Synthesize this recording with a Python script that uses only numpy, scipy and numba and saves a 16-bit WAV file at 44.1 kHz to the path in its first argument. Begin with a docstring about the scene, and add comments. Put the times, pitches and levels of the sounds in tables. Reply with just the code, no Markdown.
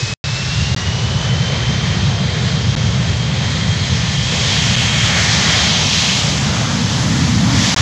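"""A twin-jet airliner spools up and rolls past on a runway, heard from a field through a phone.
Its jets mix with the air and rumble, as low noise below a dip cut by the soft ground.
Its fans add a hiss (noise in many bands), a whine at blade rate and a buzz on shaft orders (wavering sines).
Turbulent air makes it all flutter, and two faint whistles rise over the roar early on.
Peaks are rounded, the treble is dull with nothing above 15.7 kHz, and a few short stretches drop out."""
import sys
import numpy as np
from scipy import signal
from scipy.fft import rfft, irfft, next_fast_len
from scipy.io import wavfile
from scipy.ndimage import uniform_filter1d
from numba import njit

SR = 44100
rng = np.random.default_rng(int(sys.argv[2]) if len(sys.argv) > 2 else 0)


def wav_out(sig):
    """Save sig, one row per channel (or a flat mono array), as 16-bit PCM at SR to the path in sys.argv[1]."""
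    wavfile.write(sys.argv[1], SR, np.round(np.clip(np.atleast_2d(sig).T, -1, 1) * 32767).astype(np.int16))


N = 344421  # length in samples


def undb(db):
    """Turn decibels into a gain."""
    return 10 ** (np.asarray(db) / 20)


def curves(table):
    """Join the columns of a table by straight lines in time; the first column is the time in s."""
    time_s, *columns = np.transpose(table)
    return [np.interp(np.arange(N) / SR, time_s, column) for column in columns]


def walk(rate_hz):
    """Random levels, a new one every 1 / rate_hz seconds, smoothed twice; spread near 1."""
    hold = int(SR / rate_hz)
    steps = np.repeat(rng.standard_normal(N // hold + 1), hold)
    smooth = uniform_filter1d(uniform_filter1d(steps, hold), hold)
    return 1.04 * smooth[:N]


def coloured(colour):
    """Frequencies and spectrum of random noise shaped by (pitch_hz, level_db) points."""
    size = next_fast_len(N)
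    hz = np.maximum(np.arange(size // 2 + 1) * SR / size, 1)
    point_hz, point_db = np.transpose(colour)
    shape_db = np.interp(np.log(hz), np.log(point_hz), point_db)
    return hz, rfft(rng.standard_normal(size)) * undb(shape_db)


@njit
def svf(x, hz, k):
    """State-variable filter with a moving edge: returns low-pass and high-pass; a larger k rings less."""
    low, high, band_state, low_state = np.empty(len(x)), np.empty(len(x)), 0., 0.
    for i in range(len(x)):
        g = np.tan(np.pi * hz[i] / SR)
        band = (band_state + g * (x[i] - low_state)) / (1 + g * (g + k))
        low[i] = low_state + g * band
        high[i] = x[i] - k * band - low[i]
        band_state, low_state = 2 * band - band_state, 2 * low[i] - low_state
    return low, high


def tone(turns, waver, fade_db, rate_hz):
    """A sine whose phase (waver, in turns) and level wander with the air it crosses."""
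    level = np.sqrt(2) * undb(fade_db * walk(rate_hz))
    return level * np.sin(2 * np.pi * (turns + waver * walk(rate_hz)))


def whistle(t):
    """Brief rising tones that swell and stop, each a sine whose pitch climbs steadily."""
    # short whistles over the roar: (start_s, end_s, pitch_hz at the start, rise_hz_per_s, level_db)
    rising_tones = [(.7, .92, 1909, 200, -35.5), (-.1, .5, 7080, 750, -45)]
    out = 0
    for start_s, end_s, pitch_hz, rise_hz_per_s, level_db in rising_tones:
        progress = (t - start_s) / (end_s - start_s)
        swell = np.clip(np.minimum(6 * progress, 8 * (1 - progress)), 0, 1)
        turns = np.cumsum(pitch_hz + rise_hz_per_s * (t - start_s)) / SR
        out = out + undb(level_db) * swell * tone(turns, waver=.15, fade_db=2., rate_hz=30)
    return out


def fans(blade_hz):
    """Blades passing make each engine's whine and octave; shocks off the near fan's blade tips buzz."""
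    # (time_s, whine_db, octave_db, buzz_db, far_faster_percent); levels are above the hiss,
    # the last column is how much faster the far engine turns
    fan_levels = [(0, -4, -10.5, -29, -1), (.35, -6, -12, -29, -.6), (.6, -9, -18.5, -29, .8),
                  (1.2, -7.5, -17, -29, 1.8), (1.7, -7.5, -18.5, -28, 1), (2.1, -10, -20, -25, -.6),
                  (2.8, -12.5, -24, -21, -.7), (3.7, -12, -20, -19, -.4), (4.1, -10, -21.5, -16.5, .9),
                  (4.7, -11.5, -21, -16, 1), (5.05, -10, -20, -15.5, 1), (5.25, -20, -19, -17, 1),
                  (5.45, -10.5, -19, -16, 1), (6, -12.5, -21, -17, .8), (6.15, -21, -22, -21, .8),
                  (6.45, -22, -21, -26, .8), (7, -20, -21, -28, 1), (7.81, -20, -21, -28, 1)]
    # shocks off unequal blade tips sound multiples of the shaft rate:
    # (multiple of the shaft rate, level_db against the strongest)
    shaft_orders = [(7, -11), (10, -11), (11, -12), (13, -10), (17, -10), (21, -2), (22, -9), (23, -6),
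                    (24, -4), (25, -5), (26, -1), (28, -8), (29, -4), (30, -8), (35, -3), (36, -6),
                    (37, -11), (39, -6), (40, -6), (41, 0), (42, -8), (43, -8), (46, -6), (47, -4),
                    (48, -4), (50, -8), (51, -9), (62, -12)]
    # weaker multiples of the shaft rate, all at one level
    faint_orders = (27, 31, 32, 33, 34, 44, 45, 49, 52, 53, 54)
    faint_db = -12
    blades = 38
    far_engine_db, far_octave_db = -3, -6
    hump_db, hump_width_hz = -.5, 150

    whine_db, octave_db, buzz_db, far_faster_percent = curves(fan_levels)
    shaft_turns = np.cumsum(blade_hz / blades) / SR
    far_turns = np.cumsum(blade_hz * (1 + far_faster_percent / 100)) / SR
    near_engine = (blades * shaft_turns, 0, 0)
    far_engine = (far_turns, far_engine_db, far_octave_db)
    whine = 0
    for turns, engine_db, engine_octave_db in (near_engine, far_engine):
        whine = whine + undb(engine_db + whine_db) * tone(turns, waver=.33, fade_db=2.5, rate_hz=30)
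        octave = tone(2 * turns, waver=.35, fade_db=4., rate_hz=30)
        whine = whine + undb(engine_octave_db + octave_db) * octave

    buzz = 0
    for order, order_db in list(shaft_orders) + [(order, faint_db) for order in faint_orders]:
        turns = round(order) * shaft_turns + rng.random()
        buzz = buzz + undb(order_db) * tone(turns, waver=.22, fade_db=3., rate_hz=13)

    # turbulence scatters the whine into a hump of noise around it
    hump = walk(hump_width_hz * 2) * np.sin(2 * np.pi * blades * shaft_turns)
    return whine + undb(buzz_db) * buzz + undb(whine_db + hump_db) * hump


def hiss(low_db, middle_db, upper_db, blade_db, top_db, above_dip_db, air_db, dip_hz):
    """Fan and jet noise in half-octave bands that flutter together and also flicker alone."""
    # colour of the noise before the band levels are applied: (pitch_hz, level_db per Hz)
    hiss_colour = [(250, -8.5), (420, -5.5), (800, -5.5), (1510, -6.5), (1820, -4), (2750, -6), (3230, -3),
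                   (3660, -4), (5000, -6), (6480, -8), (7530, -13.5), (9000, -15.5), (10700, -19.5),
                   (12500, -30), (14100, -34), (14600, -60), (20000, -76)]
    hz, noise = coloured(hiss_colour)
    # loudness between 1500 and 5000 Hz, used to bring the hiss to a standard level
    core_power = np.sum(abs(noise[(hz > 1500) & (hz < 5000)]) ** 2)
    core = np.sqrt(2 * core_power) / (2 * len(hz))
    octave = np.log2(hz / 1000)
    flutter_db = 0.45 * walk(7.2) + .5 * walk(30)
    out = 0
    for mid in np.arange(-2, 4.5, .5):  # band centre in octaves above 1000 Hz
        band_shape = np.cos(np.pi * np.clip(octave - mid, -.5, .5)) ** 2
        band = irfft(noise * band_shape)[:N]
        # how much this band takes part in each region of the treble and bass
        low = np.clip((.8 - mid) / 0.37, 0, 1)
        middle = np.exp(-((mid - .95) / 0.5) ** 2)
        upper = np.exp(-((mid - 2.15) / 0.66) ** 2)
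        top = np.clip((mid - 1.8) / 0.94, 0, 2.2)
        tilt_db = low * low_db + middle * middle_db + upper * upper_db + top * top_db
        tilt_db += (mid == 1.5) * blade_db  # the band near 2.8 kHz
        tilt_db += (mid < -.75) * above_dip_db + (mid > 3.25) * air_db
        flicker_db = 0.9 * walk(5.5) + 0.8 * walk(20)
        out = out + band * undb(tilt_db + flutter_db + flicker_db)
    # keep what lies above the ground dip
    return svf(out / core, 1.0 * dip_hz, 0.96)[1]


def rumble(dip_hz):
    """Exhaust mixing roar: low noise doubled by the ground below the dip and cut off towards it."""
    # loudness of the rumble, before its surges: (time_s, level_db)
    rumble_levels = [(0, -21), (.35, -20), (.6, -17.5), (1.2, -15.5), (2, -15.5), (3.15, -14.5),
                     (3.3, -18.5), (3.65, -13.5), (4.1, -17), (5, -16.5), (6.05, -19), (6.9, -14.5),
                     (7.5, -12), (7.81, -17)]
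    # colour of the noise before the boost and filters: (pitch_hz, level_db per Hz)
    rumble_colour = [(15, -73), (25, -36), (32, -22.5), (74, -0.5), (118, 0), (178, -7.5), (303, -20),
                     (330, -25), (430, -53.5), (730, -120)]
    # the louder the rumble, the higher its lower edge
    edge_hz, edge_hz_per_db, edge_at_db = 42, 7.5, -17.5
    surge_db = 0.83

    level_db, = curves(rumble_levels)
    hz, noise = coloured(rumble_colour)
    roar = irfft(noise * (1 + (hz / 200) ** 4))[:N]
    # three low-pass filters follow the dip as it moves
    for edge_share, k in ((0.57, 1.01), (0.57, 1.01), (0.69, 0.74)):
        roar = svf(roar, edge_share * dip_hz, k)[0]
    roar = svf(roar, edge_hz + edge_hz_per_db * (level_db - edge_at_db), 1.48)[1]
    loudness = np.sqrt(uniform_filter1d(roar ** 2, SR))  # averaged over one second
    return roar / loudness * undb(level_db + surge_db * walk(7.7))


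def scene():
    """Rumble, hiss and tones, coloured by fan speed, swell and approach."""
    # loudness of the hiss, and of its low end above that: (time_s, level_db, low_end_db)
    hiss_levels = [(0, -29, 1), (.3, -27.5, 1.5), (.62, -24, -0.5), (.8, -25.5, 0.5), (1.36, -25, 2),
                   (2.4, -25.5, 1.5), (3.3, -24.5, 0.2), (4.03, -22.5, -2.5), (4.25, -21.5, -3),
                   (4.38, -20.5, -1.5), (4.5, -18.5, -3), (4.65, -18.5, -2), (4.8, -18, -2.5),
                   (5.2, -18.5, 0), (5.45, -19, 1), (5.8, -19.5, 0), (5.93, -18, -2), (6.02, -17, -2.5),
                   (6.13, -16.5, -2), (6.22, -19.5, 0), (6.38, -20.5, 0), (6.52, -22.5, 3),
                   (7.3, -23.5, 0.5), (7.48, -21.5, 2.5), (7.64, -17, -1.5), (7.81, -17.5, 2.5)]
    # bands of the hiss, above its level: (time_s, near_2_khz_db, near_4500_hz_db, near_2800_hz_db)
    band_levels = [(0, 2, 3, -2.5), (1, -1.5, 0, 0), (2, 1.5, 1, -.5), (2.8, -1.5, 0, 0),
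                   (3.6, -1, -0.5, -1.5), (4.1, -0.5, -1.5, 0.5), (4.4, -2.5, 0, 0.5), (4.7, -2, -2.5, 2),
                   (5, 1, -1.5, 2.5), (5.25, 4.5, 0.5, -1.5), (5.5, 4.5, 4, 1), (5.8, -1, 2, 2),
                   (6.1, -3.5, 1.5, 2), (6.3, -2, 0, 0), (6.6, 0, -0.5, 1), (7, -0.5, -1, -1),
                   (7.5, 0, -0.5, -0.5), (7.81, 0.5, 0.5, -2)]
    # blade rate: an S-shaped spool-up, then a growing sag as the aircraft draws level
    full_hz, spool_rise_hz, spool_mid_s, spool_time_s = 3217, 812, .73, .455
    sag_hz, sag_at_s, sag_time_s = 50, 7, 1.05
    # as the aircraft draws level the ground dip climbs and the treble opens
    closing_from_s, far_dip_hz, dip_climb_hz_per_s = 3.83, 305.6, 25.5
    start_top_db, top_opens_db, top_opens_s, top_opening_s = -4.5, 5, 4.15, 0.4
    start_air_db, air_gain_db_per_s, above_dip_loss_db_per_s = -3.5, 2, 0.7
    # colour before the fans are up to speed; the rumble also reaches less high
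    idle_top_db, idle_air_db, idle_above_dip_db, idle_rumble_duller_hz = 8, -7, -4.5, 40
    # the band just above the dip hardly follows the swells of the hiss: share held back
    swell_from_db, above_dip_lag = -20, 0.58

    t = np.arange(N) / SR
    hiss_db, low_db = curves(hiss_levels)
    middle_db, upper_db, blade_db = curves(band_levels)
    swell_db = hiss_db - swell_from_db
    closing_s = np.maximum(t - closing_from_s, 0)
    idle = 1 / (1 + np.exp((t - spool_mid_s) / spool_time_s))  # falls towards 0 at full speed
    blade_hz = full_hz - spool_rise_hz * idle - sag_hz * np.exp((t - sag_at_s) / sag_time_s)
    dip_hz = far_dip_hz + dip_climb_hz_per_s * closing_s

    opening = 1 / (1 + np.exp((top_opens_s - t) / top_opening_s))
    top_db = start_top_db + top_opens_db * opening + idle_top_db * idle ** 2
    above_dip_db = idle_above_dip_db * idle - above_dip_lag * swell_db
    above_dip_db = above_dip_db - above_dip_loss_db_per_s * closing_s
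    air_db = start_air_db + air_gain_db_per_s * closing_s + idle_air_db * idle

    whistles = whistle(t)
    whine_and_buzz = fans(blade_hz)
    broad = hiss(low_db, middle_db, upper_db, blade_db, top_db, above_dip_db, air_db, dip_hz)
    roar = rumble(dip_hz - idle_rumble_duller_hz * idle)
    return (roar + undb(hiss_db) * (broad + whine_and_buzz) + whistles)[None]


def record(dry):
    """Peaks are rounded, the treble steps down, stretches drop out; nothing sounds above 15.7 kHz."""
    # treble and bass balance of the phone: (pitch_hz, level_db)
    phone_colour = [(20, -0.5), (7500, 0.5), (8200, -13), (8800, -18.5), (9400, -14.5), (20000, -23.5)]
    # gaps where the sound drops out: (start_s, end_s)
    drops = [(.1388, .2403), (.7473, .7623), (2.7525, 2.7623), (4.7579, 4.7623), (7.7446, 7.7624)]
    # each gap starts with a very short, faint fade instead of instant silence;
    # the time of the fade is a share of the gap
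    fade_db, fade_share, gap_edge_s = -30, .07, .0002
    highest_hz = 15700

    hz, db = np.transpose(phone_colour)
    taps = signal.firwin2(513, np.r_[0, hz, SR / 2], undb(np.r_[db[0], db, db[-1]]), fs=SR)
    rounded = np.tanh(0.89 * dry) / 0.91
    wet = signal.fftconvolve(rounded, taps[None], "same")

    t, gate = np.arange(N) / SR, np.ones(N)
    for start_s, end_s in drops:
        lost = (t >= start_s) & (t < end_s)
        fade_s = fade_share * (end_s - start_s)
        gate[lost] = undb(fade_db) * np.exp(-(t[lost] - start_s) / fade_s)
    gate = uniform_filter1d(gate, int(gap_edge_s * SR))
    low_pass = signal.ellip(8, .2, 70, highest_hz, fs=SR, output="sos")
    return signal.sosfilt(low_pass, wet * gate)


dry = scene()
out = record(dry)
wav_out(out)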